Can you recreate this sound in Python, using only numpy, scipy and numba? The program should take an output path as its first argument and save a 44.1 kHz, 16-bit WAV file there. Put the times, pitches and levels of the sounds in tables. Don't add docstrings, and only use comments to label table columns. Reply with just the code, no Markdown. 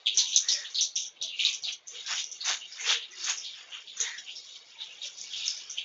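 import sys
import numpy as np
from scipy import signal
from scipy.fft import rfft, irfft
from scipy.io import wavfile
from scipy.ndimage import uniform_filter1d
from numba import njit

SR = 44100
rng = np.random.default_rng(int(sys.argv[2]) if len(sys.argv) > 2 else 0)


def persist_wave(psi):
    counts = np.round(np.clip(psi, -1, 1) * 32767).astype(np.int16)
    wavfile.write(sys.argv[1], SR, np.atleast_2d(counts).T)


N = 257832


def undb(db):
    return 10 ** (np.asarray(db) / 20)


def unit(x):
    return x / np.sqrt(np.mean(x ** 2))


@njit
def sweep(x, g, k):
    y, band, low = np.empty(len(x)), 0., 0.
    for i in range(len(x)):
        v = (band + g[i] * (x[i] - low)) / (1 + g[i] * (g[i] + k[i]))
        band = 2 * v - band
        low = low + 2 * g[i] * v
        y[i] = k[i] * v
    return y


def svf(x, hz, width):
    hz = hz + np.zeros(len(x))
    if hz[0] == hz[-1]:
        g = np.full(len(x), np.tan(np.pi * hz[0] / SR))
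    else:
        g = np.tan(np.pi * hz / SR)
    return sweep(1. * x, g, width / hz)


def ring(x, hz, width):
    width = np.maximum(width, 20.)
    return svf(svf(x, hz, width), hz, width)


def colour(x, points):
    hz, db = np.transpose(points)
    f = np.maximum(np.arange(N // 2 + 1) * SR / N, 1)
    gain = undb(np.interp(np.log(f), np.log(hz), db))
    return irfft(rfft(x) * gain, N)


def walk(rate):
    k = int(SR / rate)
    steps = np.repeat(rng.standard_normal(N // k + 1), k)
    return unit(uniform_filter1d(uniform_filter1d(steps, k), k)[:N])


def crackle(rate, spread_db, hiss_db):
    when, sign, size = rng.random(N), rng.random(N), rng.exponential(1, N)
    size = np.minimum(size, 3.5)
    clicks = (when < rate / SR) * np.sign(sign - .5) * undb(spread_db * size)
    return unit(unit(clicks) + undb(hiss_db) * rng.standard_normal(N))


# start in seconds, crack level in dB, pitch in Hz,
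# spray decay by 60 dB in seconds, spray level in dB against the crack.
STEAM_POPS = [(0.06, -20, 3500, 0.36, -10), (0.0685, -14.5, 3275, 0.25, -10), (0.147, -26, 5850, 0.22, -10),
              (0.173, -9, 5960, 0.21, -9), (0.1861, -16, 4080, 0.21, -3.5), (0.268, -33, 6090, 0.94, -2),
              (0.25, -37, 3260, 0.52, 1.5), (0.3207, -25, 3350, 0.14, -6.5), (0.333, -20, 3940, 0.24, -8.5),
              (0.361, -3.5, 6090, 0.2, -13), (0.3643, -15, 3940, 0.16, -11), (0.4856, -14.5, 4170, .15, -7),
              (0.4876, -12.5, 5790, 0.27, -12), (0.515, -20, 5280, 0.22, -0.5),
              (0.6477, -28, 3380, 0.17, -8), (0.701, -36.5, 5990, 0.33, -6.5),
              (0.746, -20.5, 4280, 0.53, -7), (0.7841, -20.5, 3750, 0.24, -5),
              (0.8096, -11.5, 5860, 0.14, -9), (0.82, -17, 5900, 0.2, -6), (0.9562, -20, 5870, 0.32, -5),
              (0.96, -30.5, 3350, 0.49, -3.5), (1.0208, -28.5, 6140, 0.18, -6),
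              (1.0555, -26, 5950, .09, -12), (1.0649, -28.5, 5900, .1, -9), (1.16, -44.5, 3030, .2, -0.5),
              (1.2138, -22.5, 3790, 0.42, -8), (1.2249, -19, 5800, 0.21, -13),
              (1.288, -28, 3425, 0.27, -12), (1.3925, -20, 2860, 0.23, -4.5), (1.4, -18.5, 3770, .12, -10),
              (1.45, -9.5, 3870, 0.079, -14), (1.458, -19.5, 3890, .17, -1.5),
              (1.538, -22, 5870, 0.14, -7.5), (1.6239, -31, 5810, 0.43, -9), (1.6372, -20, 4255, 0.3, -8.5),
              (1.677, -22, 3870, 0.067, -14), (1.6824, -26, 3240, 0.25, -4.5),
              (1.7217, -29.5, 5990, 0.12, -2.5), (1.8716, -29.5, 6290, 0.28, -7),
              (2.063, -27.5, 5800, .3, -7.5), (2.063, -30, 3710, .3, -7), (2.149, -22, 5730, 0.2, -14.5),
              (2.168, -34, 3130, 0.18, -6), (2.2415, -20.5, 5850, 0.24, -15.5),
              (2.3146, -26, 6040, 0.22, -8), (2.4069, -24, 4180, 0.3, -9.5), (2.451, -21, 6110, 0.26, -7.5),
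              (2.7165, -31, 5220, 0.15, -5), (2.79, -36, 2400, 0.28, -2.5), (2.802, -28.5, 6340, 0.36, -5),
              (2.8631, -30.5, 3520, .31, -5.5), (2.8907, -21.5, 3344, 0.25, -3.5),
              (2.925, -16.5, 3164, 0.32, -11), (3.019, -31, 3570, 0.21, -4.5),
              (3.1094, -39, 6050, 0.47, -8.5), (3.2436, -21.5, 6320, 0.53, -10),
              (3.2971, -15, 6520, 0.14, -11), (3.374, -29, 5500, 0.39, -6), (3.4436, -35.5, 3995, 0.31, 0),
              (3.714, -38, 3150, 0.5, -1.5), (3.874, -35, 3630, .59, -6), (3.9696, -29.5, 6130, 0.09, -4),
              (4.002, -15.5, 6390, 0.19, -7.5), (4.1815, -27.5, 5490, 0.13, -9),
              (4.179, -32.5, 3440, 0.14, -3.5), (4.2636, -38.5, 3170, 0.28, -3),
              (4.2832, -27.5, 2933, 0.12, -9), (4.3589, -28.5, 5430, 0.28, -10),
              (5.018, -26, 3760, 0.13, -14), (5.032, -27.5, 3640, 0.097, -11.5),
              (5.1798, -33.5, 5900, 0.47, -6), (5.213, -31.5, 6570, 0.14, -5),
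              (5.376, -30.5, 4990, 0.2, -8), (5.4408, -28.5, 3765, 0.22, -7.5),
              (5.458, -24.5, 6170, 0.28, -7.5), (5.4799, -12, 5340, .05, -20), (5.487, -25, 5130, .3, -4),
              (5.5755, -29.5, 5990, 0.063, -4.5), (5.697, -28.5, 6040, .24, -6),
              (5.767, -37, 3030, 0.24, 1), (5.7834, -17, 3000, .25, -13.5)]
WOK_LOW_HZ, WOK_HIGH_HZ, SPRAY_WIDTH_HZ = 3870, 5900, 1400
OTHER_LOW_DB, OTHER_HIGH_DB = -11.5, -15.5
THUMP_HZ, THUMP_WIDTH_HZ = 900, 3200
THUMP_DB, THUMP_GROWTH = -25.5, 2.9


def pops():
    out, low, t = np.zeros(N + SR), np.zeros(N + SR), np.arange(SR // 3) / SR
    thump = ring(np.exp(-t / 0.00097), THUMP_HZ, THUMP_WIDTH_HZ)
    thump = thump / np.abs(thump).max()
    spray = crackle(rate=1100, spread_db=1.2, hiss_db=-9)
    starts = rng.integers(0, N - len(t), len(STEAM_POPS))
    for (s, db, hz, t60, spray_db), a in zip(STEAM_POPS, starts):
        crack = np.sin(2 * np.pi * hz * t) * (t / 0.0011) * np.exp(1 - t / 0.00077)
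        crack[:4] += 1.2 * np.array([1, -1, -1, 1])
        if hz > 4700:
            other_hz, other_db = WOK_LOW_HZ, OTHER_LOW_DB
        else:
            other_hz, other_db = WOK_HIGH_HZ, OTHER_HIGH_DB
        drops = spray[a:a + len(t)]
        patter = unit(ring(drops, hz, SPRAY_WIDTH_HZ))
        patter = patter + undb(other_db) * unit(ring(drops, other_hz, SPRAY_WIDTH_HZ))
        onset = (1 - np.exp(-t / 0.0023)) ** 2
        patter = patter * onset * undb(spray_db - 60 * t / max(t60, .03))
        i = int(s * SR)
        out[i:i + len(t)] += undb(db) * (crack + patter)
        low[i:i + len(t)] += undb(THUMP_GROWTH * db + THUMP_DB) * thump
    return out[:N], low[:N]


# start in seconds, peak level in dB.
DROPLET_SNAPS = [(0.1763, -17), (0.1768, -13.5), (0.366, -11.5), (0.3685, -13.5), (1.8827, -26),
                 (1.9161, -33), (2.0626, -25), (2.9303, -21), (3.383, -30.5), (3.452, -30), (4.056, -26),
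                 (4.4015, -25.5), (4.861, -32), (5.032, -22.5), (5.0458, -29.5), (5.1751, -25),
                 (5.215, -24.5), (5.24, -22.5), (5.185, -29.5), (5.3128, -35), (5.376, -22),
                 (5.4437, -25.5)]
TICK_HZ, TICK_WIDTH_HZ = 5600, 4200
PATTER_DB = -5.5


def ticks(gain):
    snap = ring(np.arange(200) == 0., TICK_HZ, TICK_WIDTH_HZ)
    clicks = np.zeros(N)
    for s, db in DROPLET_SNAPS:
        clicks[int(s * SR)] = undb(db)
    loud = np.convolve(clicks, snap)[:N] / np.abs(snap).max()
    scattered = unit(np.convolve(crackle(rate=300, spread_db=3.0, hiss_db=-30), snap)[:N])
    return loud + undb(PATTER_DB) * gain * scattered


FLICKER_DB = 1.5
WANDER = .12


def bubbles(sizes, rate, spread_db, hiss_db):
    rows = []
    for hz, width, db in sizes:
        flicker = undb(db + FLICKER_DB * walk(26.04))
        pitch = hz + WANDER * width * walk(20)
        rows.append(flicker * unit(ring(crackle(rate, spread_db, hiss_db), pitch, width)))
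    rows = np.array(rows)
    return rows / np.sqrt(np.mean(rows.sum(axis=0) ** 2))


# top in seconds, fall by 20 dB in seconds (0.02 at least),
# then the levels in dB of large bubbles, small bubbles and foam rush.
BOILING_SURGES = [(0.194, 0.09, -38.5, -38, -51.5), (0.545, 0.34, -46.5, -44.5, -52),
                  (1.47, 0.1637, -35.5, -38.5, -61.5), (1.69, 0.08, -37.5, -51.5, -55.5),
                  (1.968, 0.13, -39.5, -49, -56), (2.12, 0.0818, -36.5, -35, -38),
                  (2.189, 0.0842, -35, -37, -49.5), (2.5, 0.0856, -32.5, -31.5, -33),
                  (2.82, 0.2, -51.5, -46, -50), (2.905, 0.0843, -32, -30, -30.5),
                  (3.16, 0.4, -49.5, -55.5, -60.5), (3.229, 0.16, -45, -41, -51),
                  (3.296, 0.0783, -38, -33.5, -36.5), (3.589, 0.13, -55, -47, -54),
                  (3.755, 0.12, -46, -48.5, -51), (4.039, 0.13, -41, -40.5, -46), (4.3, 0.5, -49, -59, -73),
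                  (4.43, 1.16, -62.5, -49.5, -71.5), (4.56, -0.04, -45.5, -49.5, -74.5),
                  (4.818, 0.06, -43, -51.5, -58), (4.92, 0.5, -48.5, -56.5, -62.5),
                  (5.056, 0.05, -40.5, -41, -58), (5.292, 0.3, -46.5, -52, -64),
                  (5.421, 0.23, -39.5, -42.5, -61.5), (5.55, 0.7, -49, -48, -59.5),
                  (5.72, -0.13, -52.5, -47.5, -66.5)]
SURGE_RISE, SURGE_SHAPE = 0.9, 1.555


def boiling(column, simmer_db, stretch=1):
    t = np.arange(N) / SR
    coarse = t[::32]
    power = undb(np.broadcast_to(simmer_db, N)[::32]) ** 2
    for row in BOILING_SURGES:
        since = (coarse - row[0]) / max(row[1], .02) / stretch
        drop_db = 20 * np.maximum(since, -since / SURGE_RISE) ** SURGE_SHAPE
        power = power + undb(row[column] - drop_db) ** 2
    return np.interp(t, coarse, np.sqrt(power))


# pitch in Hz, filter width in Hz, relative level in dB.
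LARGE_BUBBLES = [(2276, 440, -2), (2845, 360, -2), (3550, 1380, 8)]
SMALL_BUBBLES = [(4476, 260, -9), (5695, 2350, 1.5), (6810, 190, -7)]
FOAM_BUBBLES = [(755, 49, -11.5), (1130, 880, 0), (1610, 720, 3.5), (2400, 1730, 6.5)]
# time in seconds, large bubbles in dB, small bubbles in dB.
SIMMER_LEVELS = [(0, -48.5, -55.5), (.04, -54, -58), (.7, -47.5, -51), (1.14, -61, -69.5),
                 (1.2, -51.5, -67), (1.36, -52, -67.5), (1.6, -56.5, -51), (1.81, -63, -66.5),
                 (1.86, -65, -64), (1.89, -61.5, -48.5), (2.38, -47.5, -50.5), (2.72, -45.5, -49.5),
                 (3.095, -54.5, -62), (3.5, -43.5, -51), (3.66, -50, -55.5), (3.9, -51, -51),
                 (4.6, -49.5, -53.5), (4.72, -49, -60), (5.12, -52.5, -50), (5.85, -49, -57.5)]
SIMMER_FOAM_DB = -70.5
FOAM_NARROW = .3
SIZZLE_LOW_HZ = 2400


def frying():
    cracks, thumps = pops()
    s, large_db, small_db = np.transpose(SIMMER_LEVELS)
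    t = np.arange(N) / SR
    large = boiling(column=2, simmer_db=np.interp(t, s, large_db))
    small = boiling(column=3, simmer_db=np.interp(t, s, small_db))
    sizzle = large * bubbles(LARGE_BUBBLES, rate=1200, spread_db=1.5, hiss_db=-6.0).sum(axis=0)
    sizzle = sizzle + small * bubbles(SMALL_BUBBLES, rate=1100, spread_db=3.5, hiss_db=-6).sum(axis=0)
    sizzle = sizzle + ticks(small) + cracks
    edge = signal.butter(N=6, Wn=SIZZLE_LOW_HZ, btype="high", fs=SR, output="sos")
    foam = np.zeros(N)
    rows = bubbles(FOAM_BUBBLES, rate=600, spread_db=1.0, hiss_db=-12.5)
    for (hz, _, _), row in zip(FOAM_BUBBLES, rows):
        stretch = (hz / FOAM_BUBBLES[-1][0]) ** FOAM_NARROW
        foam += boiling(column=4, simmer_db=SIMMER_FOAM_DB, stretch=stretch) * row
    return signal.sosfilt(edge, sizzle) + foam + thumps


# mode in Hz, level in dB before wok() compresses the differences.
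WOK_MODES = [(1308, -55.5), (1766, -45.5), (2028, -55), (2460, -65), (3402, -66.5), (3768, -48),
             (4086, -68), (4285, -65.5), (5534, -58), (6045, -49), (6422, -64), (6708, -45)]


def wok(x, width_hz, ring_db):
    top_db = max(db for _, db in WOK_MODES)
    ringing = sum(undb(ring_db + 0.42 * (db - top_db)) * svf(x, float(hz), width_hz) for hz, db in WOK_MODES)
    return x + ringing


def flutter(x):
    effort = np.sqrt(uniform_filter1d(x ** 2, int(0.017 * SR)) + 1e-12)
    waver = undb(3.0 * walk(12))
    rumble = ring(rng.standard_normal(N), 210.0, 890.0)
    return undb(-70.0) * unit(effort ** 0.56 * rumble * waver)


# time in seconds, pitch in Hz, level in dB.
SQUEAL_CURVES = [
    [(0.41, 1797, -63), (0.46, 1880, -53), (0.53, 1974, -50.5), (0.585, 1884, -48.5), (0.65, 1793, -50.5),
     (0.72, 1800, -64.5)],
    [(0.535, 2610, -56), (0.555, 2400, -45), (0.58, 2230, -51.5)],
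    [(3.97, 1730, -58), (3.99, 1804, -49.5), (4.075, 1940, -42), (4.16, 1880, -47), (4.25, 1700, -60.5)],
]
SQUEAL_BANDS = [220, 240, 560]


def squeals():
    out, t, air = np.zeros(N), np.arange(N) / SR, crackle(rate=600, spread_db=1.0, hiss_db=4.0)
    for curve, width in zip(SQUEAL_CURVES, SQUEAL_BANDS):
        s, hz, db = np.transpose(curve)
        near = slice(int(s[0] * SR), int(s[-1] * SR))
        tone = unit(ring(air[near], np.interp(t[near], s, hz), width))
        level = undb(np.interp(t[near], s, db))
        out[near] += tone * level * signal.windows.tukey(len(tone), .2)
    return out


# top in seconds, pitch in Hz, length in seconds, level in dB.
NOISE_SWELLS = [(0.171, 372, 0.13, -63), (0.238, 956, 0.099, -57), (0.563, 573, 0.11, -57),
                (1.243, 648, .067, -59), (1.462, 2515, 0.14, -39.5), (1.487, 1160, 0.17, -63.5),
                (1.672, 742, 0.082, -59), (1.961, 474, 0.099, -58.5), (1.345, 2796, .05, -40.5),
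                (2.075, 1606, .05, -50.5), (2.636, 2950, .05, -42), (3.312, 1016, .07, -48.5),
                (2.82, 2163, 0.065, -45), (3.136, 2035, 0.045, -50.5), (2.916, 454, .15, -51),
                (3.238, 367, 0.34, -64), (3.586, 1706, 0.056, -59.5), (4.03, 466, 0.06, -53.5),
                (4.08, 967, 0.07, -56.5), (4.79, 900, 0.12, -64), (4.82, 3700, .07, -42.5),
                (4.92, 2793, .05, -48.5), (5.062, 571, 0.051, -58.5)]


def noise_swells():
    out, t, air = np.zeros(N), np.arange(N) / SR, crackle(rate=360, spread_db=0.5, hiss_db=9.0)
    for s, hz, length, db in NOISE_SWELLS:
        near = slice(max(int((s - 2 * length) * SR), 0), int((s + 2 * length) * SR))
        tone = unit(ring(air[near], hz, hz / 7))
        swell = np.exp(-(2 * (t[near] - s) / length) ** 2)
        out[near] += undb(db) * tone * swell
    return out


# frequency in Hz, relative gain in dB.
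KITCHEN_COLOUR = [(25, -32), (49, -36.5), (118, -14.5), (225, -13.5), (479, -7), (1760, -12.5), (2230, -4),
                  (2600, -10), (3380, -24), (5720, -120)]
KITCHEN_DB = -60


def kitchen():
    bands = np.zeros(N)
    for hz in 47.0 * 2 ** np.arange(8):
        bands += undb(1.5 * walk(10)) * svf(rng.standard_normal(N), hz, 0.84 * hz)
    return undb(KITCHEN_DB) * unit(colour(bands, KITCHEN_COLOUR))


def scene():
    oil = wok(frying(), width_hz=16., ring_db=-2.0)
    return (oil + flutter(oil) + noise_swells() + squeals() + kitchen())[None]


def suppress(x, margin_db, depth_db, hold):
    _, _, z = signal.stft(x, nperseg=1024)
    power = signal.lfilter([1 - hold], [1, -hold], np.abs(z) ** 2, axis=1) + 1e-20
    quiet = uniform_filter1d(np.percentile(power, 30, axis=1), size=9)[:, None]
    quiet = quiet * undb(2 * margin_db)
    gain = np.maximum(power / (power + quiet), undb(-abs(depth_db)))
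    return signal.istft(z * gain, nperseg=1024)[1][:N]


# frequency in Hz, gain in dB.
TONE_COLOUR = [(300, -1), (3850, 3), (4020, -3), (4300, 0.5), (6600, 0), (7300, -5.5), (7800, -23)]
TOP_HZ = 7700


def record(dry):
    clean = suppress(colour(dry[0], TONE_COLOUR), margin_db=2.0, depth_db=11.0, hold=.5)
    band = signal.ellip(10, .2, 80, TOP_HZ, fs=SR, output="sos")
    return signal.sosfilt(band, clean)[None]


dry = scene()
out = record(dry)
persist_wave(out)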